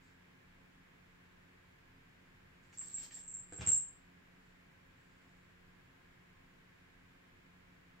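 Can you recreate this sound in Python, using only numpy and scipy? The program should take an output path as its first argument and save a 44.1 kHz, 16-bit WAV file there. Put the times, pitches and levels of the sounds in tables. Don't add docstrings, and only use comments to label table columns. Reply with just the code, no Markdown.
import sys
import numpy as np
from scipy import signal
from scipy.fft import rfft, irfft
from scipy.io import wavfile

SR = 44100
rng = np.random.default_rng(int(sys.argv[2]) if len(sys.argv) > 2 else 0)


def pcm_store(signal):
    levels = np.round(np.clip(np.atleast_2d(signal), -1, 1) * 32767)
    wavfile.write(sys.argv[1], SR, levels.astype(np.int16).T)


N = 352800
ROOM_T60_S = 0.32


def from_db(db):
    return 10 ** (np.asarray(db) / 20)


def rms(x):
    return np.sqrt(np.mean(x ** 2) + 1e-24)


def at_hz(points, hz):
    f, value = np.transpose(points)
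    return np.interp(np.log(hz + 1e-3), np.log(f), value)


def drift(rate):
    knots = rng.standard_normal(int(rate * N / SR) + 2)
    return np.interp(np.arange(N) * rate / SR, np.arange(len(knots)), knots)


def clicks(times, db):
    out = np.zeros(N)
    np.add.at(out, np.round(np.asarray(times) * SR).astype(int), from_db(db))
    return out


def ring(drive, hz, t60):
    decay = from_db(-60 / (t60 * SR))
    step = 2 * np.pi * hz / SR
    return signal.lfilter([0, np.sin(step)], [1, -2 * decay * np.cos(step), decay * decay], drive + 1e-18)


def colour(noise, spectrum):
    shaped = irfft(rfft(noise) * from_db(at_hz(spectrum, np.fft.rfftfreq(N, 1 / SR))), N)
    return shaped / rms(shaped)


def bursts(times, db, spectrum, t60):
    envelope = signal.lfilter([1], [1, -from_db(-60 / (t60 * SR))], clicks(times, db) + 1e-18)
    return envelope * colour(rng.standard_normal(N), spectrum)


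def strokes(rows, attack_s, t60):
    t = np.arange(N) / SR
    level = 0
    for start, length, db in rows:
        swell = np.clip((t - start) / attack_s, 0, 1)
        fade_db = 60 * np.clip(t - start - length, 0, None) / t60
        level = level + swell * from_db(db - fade_db)
    return level


def diffuse(size):
    # (frequency [Hz], likeness [-1 to 1])
    likeness = [(30, 1), (130, 0.93), (220, 1), (350, -0.08), (600, -0.36), (1300, 0.13), (2500, -0.25),
                (5000, 0.023), (15000, -0.19)]
    alike = np.clip(at_hz(likeness, np.fft.rfftfreq(size, 1 / SR)), -.99, .99)
    mid, side = rfft(rng.standard_normal((2, size)))
    return irfft(np.sqrt(1 + alike) * mid + np.sqrt(1 - alike) * side * [[1], [-1]], size)


def in_room(direct, wet_db, t60):
    t = np.arange(SR) / SR
    echoes = diffuse(SR) * from_db(-60 * t / t60) * (t > .002)
    wet = signal.fftconvolve(direct[None], echoes, axes=1)[:, :N]
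    heard = direct + from_db(wet_db) * rms(direct) * np.array([side / rms(side) for side in wet])
    return rms(direct) * np.hypot(1, from_db(wet_db)) * np.array([side / rms(side) for side in heard])


def fan(air_db=-68, hiss_db=-67.5, waver_hz=1.2, throb_db=1.6, left_lag_s=0.00052):
    # (frequency [Hz], relative level [dB])
    air = [(12, -40), (20, 0.5), (59, -9.5), (181, -6.5), (207, -13.5), (266, -7.5), (300, -13.5),
           (358, -14), (386, -16), (448, -12.5), (700, -25), (910, -51), (1540, -120)]
    hiss = [(410, -33), (700, -3), (766, -8.5), (895, -4), (968, -7.5), (1050, -1), (1150, -5),
            (1410, -4.5), (1670, -1.5), (2130, -2.5), (4080, -16.5), (6260, -23), (7220, -20), (8540, -30),
            (15500, -26)]
    # (frequency [Hz], level [dB])
    hum = [(90, -77.5), (179.6, -73), (269.5, -80.5), (360, -81), (451, -89), (539, -86)]
    # (frequency [Hz], width [Hz], level [dB])
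    noise_bands = [(137, 18, -77), (973, 61, -87), (1614, 150, -76.5), (2220, 240, -83),
                   (7100, 952, -100.5)]
    out = from_db(air_db) * colour(diffuse(N), air) + from_db(hiss_db) * colour(diffuse(N), hiss)
    for hz, db in hum:
        phase = 2 * np.pi * np.cumsum(hz + waver_hz * drift(7)) / SR
        lag = 2 * np.pi * hz * np.array([[left_lag_s], [0]])
        out += np.sqrt(2) * from_db(db + throb_db * drift(5)) * np.sin(phase - lag)
    noise = diffuse(N)
    for hz, width_hz, db in noise_bands:
        band = signal.lfilter(*signal.iirpeak(hz, hz / width_hz, fs=SR), noise)
        out += from_db(db) * band / rms(band)
    return out * from_db([[-.2], [.2]])


def toy(grain_db=5.0, grains_per_s=1521):
    # (time [s], length [s], swish level [dB], tap level [dB])
    swipes = [(2.728, 0.062, -78, -58), (2.812, .165, -72, -56), (2.978, 0.048, -67, -56),
              (3.019, .018, -63, -61.5), (3.109, 0.049, -67, -56), (3.168, .01, -73.5, -60),
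              (3.660, .02, -73, -61)]
    # (time [s], length [s], level [dB])
    sways = [(0, 0.08, -84.5), (2.60, 0.22, -87), (4.40, 0.095, -93), (4.95, .43, -91.5)]
    # (frequency [Hz], relative level [dB])
    swish_colour = [(300, 1.5), (900, -9), (2000, -2.5), (3500, -1), (6500, 0.5), (8000, 5.5), (9500, -32),
                    (11500, -13), (14800, -12), (16000, -29.5)]
    stir_colour = [(2000, -22.5), (4500, -1.5), (6000, -8), (7200, 3), (7900, 1), (8700, -20.5),
                   (15000, -28)]
    tap_colour = [(200, -13.5), (800, 1.5), (1200, -8.5), (1800, 3), (2700, 1), (4000, -13.5), (7000, -7),
                  (9500, -30), (15000, -28)]
    grains = rng.standard_normal(N) * from_db(grain_db * drift(grains_per_s))
    swish = strokes([row[:3] for row in swipes], attack_s=0.013, t60=.22) * colour(grains, swish_colour)
    stir = strokes(sways, attack_s=.03, t60=.3) * colour(grains, stir_colour)
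    times, _, _, tap_db = np.transpose(swipes)
    taps = bursts(times, tap_db, tap_colour, t60=0.03)
    return in_room(swish + stir + taps, wet_db=5.0, t60=0.17)


def paws(push_s=0.0056, lowest_hz=95):
    # (time [s], thud level [dB], knock level [dB], scuff level [dB])
    landings = [(3.524, -65, -53, -61.5), (3.585, -59.5, -56, -63), (3.593, -43.5, -71.5, -62),
                (3.609, -41.5, -59, -45), (3.671, -43, -52.5, -48)]
    # (delay [s], thud change [dB], knock change [dB], scuff change [dB])
    roll = [(0, 0.5, -1, -1), (.010, -17, -14.5, -4.5), (.040, -17, -13, -14)]
    # (frequency [Hz], relative level [dB], fade time [s])
    thud_tones = [(97.7, 2, 0.14), (115, -1, 0.12), (149, 4, 0.22), (174, -5.5, 0.072), (275, -11, .1)]
    knock_tones = [(311.5, -4.5, .10), (390, -3, 0.067), (487, 3.5, .04), (700, 0, 0.0252),
                   (880, -6.5, 0.018), (1252, -4.5, 0.022), (1520, 2, .025), (2200, -9, 0.02003)]
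    # (frequency [Hz], relative level [dB])
    scuff_colour = [(300, 2.5), (600, -2.5), (850, 1), (1300, -1.5), (2200, 2.5), (3000, -1), (4200, -7.5),
                    (6500, -8), (8000, -14), (9500, -39), (15000, -42.5)]
    touches = [np.add(paw, part) for paw in landings for part in roll]
    times, weight_db, pad_db, scuff_db = np.transpose(touches)
    push = np.hanning(int(push_s * SR))
    force = signal.lfilter(push / push.sum(), [1], clicks(times, weight_db))
    thud = sum(from_db(db) * ring(force, hz, t60) for hz, db, t60 in thud_tones)
    thud = signal.sosfilt(signal.butter(2, lowest_hz, "high", fs=SR, output="sos"), thud)
    knock = sum(ring(clicks(times, pad_db + db), hz, t60) for hz, db, t60 in knock_tones)
    scuff = bursts(times, scuff_db, scuff_colour, t60=0.051)
    return (in_room(thud, wet_db=-5.0, t60=0.22)
            + in_room(knock, wet_db=2.5, t60=ROOM_T60_S)
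            + in_room(scuff, wet_db=5.5, t60=0.4))


def pellet_strikes(gap_s=.009, scatter=.1, build_db_per_s=330, rebound_db=-4, settle_db_per_s=220.5):
    # (time [s], hardest strike [dB], build-up before it [s])
    jolts = [(2.792, -36.5, 0.023), (2.882, -45.5, .012), (2.942, -34, .012), (2.982, -39.5, 0),
             (3.119, -49, 0), (3.142, -40, 0.0025), (3.206, -43.5, 0), (3.278, -38.5, 0), (3.309, -47.5, 0),
             (3.34, -36, 0), (3.419, -58, 0), (3.487, -55, 0), (3.523, -41, 0.0043), (3.569, -44, 0.0072),
             (3.633, -50, 0.0036), (3.681, -22, .02), (3.725, -21.3, .012), (3.845, -47, 0)]
    peak_s, peak_db, build_s = np.transpose(jolts)[:, :, None]
    turn = np.arange(-2, 5)
    offset_s = gap_s * turn * (1 + scatter * rng.uniform(-1, 1, (len(jolts), len(turn))))
    db = peak_db + np.where(turn > 0, rebound_db - settle_db_per_s * offset_s, build_db_per_s * offset_s)
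    begun = turn >= -np.round(np.abs(build_s) / gap_s)
    return (peak_s + offset_s).ravel(), np.where(begun, db, -np.inf).ravel()


def bell(skitter_per_s=500, skitter_db=-17.0, skitter_t60=0.12, spread_db=3.0, overtone_db=-50.5,
         left_lag_s=.00017):
    # (frequency [Hz], relative level [dB], fade time [s])
    shell_tones = [(6740, -28, 0.03), (7310, -26, .045), (7425, -16.5, 0.061), (7480, -13.5, 0.088),
                   (7554, -10, 0.085), (7506, -20, 0.038), (7630, -22, .04)]
    # (time [s], right minus left [dB])
    swing = [(2.8, 0.7), (3.3, 1.5)]
    times, db = pellet_strikes()
    decay = from_db(-60 / (skitter_t60 * SR))
    speed = np.sqrt(signal.lfilter([1], [1, -decay ** 2], clicks(times, db) ** 2 + 1e-24))
    skitter = from_db(skitter_db) * speed * (rng.random(N) < skitter_per_s / SR)
    shell = np.zeros(N)
    for hz, tone_db, t60 in shell_tones:
        strikes = clicks(times, db + rng.normal(0, spread_db, len(times)))
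        shell += from_db(tone_db) * ring(strikes + skitter * rng.standard_normal(N), hz, t60)
    near_pitch = signal.butter(2, [7010, 8010], "band", fs=SR, output="sos")
    shell = signal.sosfilt(near_pitch, signal.sosfilt(near_pitch, shell))
    shell += ring(clicks(times, db + overtone_db), hz=14444, t60=0.01543)
    left, right = in_room(shell, wet_db=5.5, t60=ROOM_T60_S)
    left = np.roll(left, int(left_lag_s * SR))
    pan_db = np.interp(np.arange(N) / SR, *np.transpose(swing))
    return np.array([left, right]) * from_db([-pan_db / 2, pan_db / 2])


def scene():
    return bell() + toy() + paws() + fan()


def record(dry):
    cutoff_hz = 15750
    return signal.sosfilt(signal.ellip(10, .2, 70, cutoff_hz, fs=SR, output="sos"), dry)


dry = scene()
out = record(dry)
pcm_store(out)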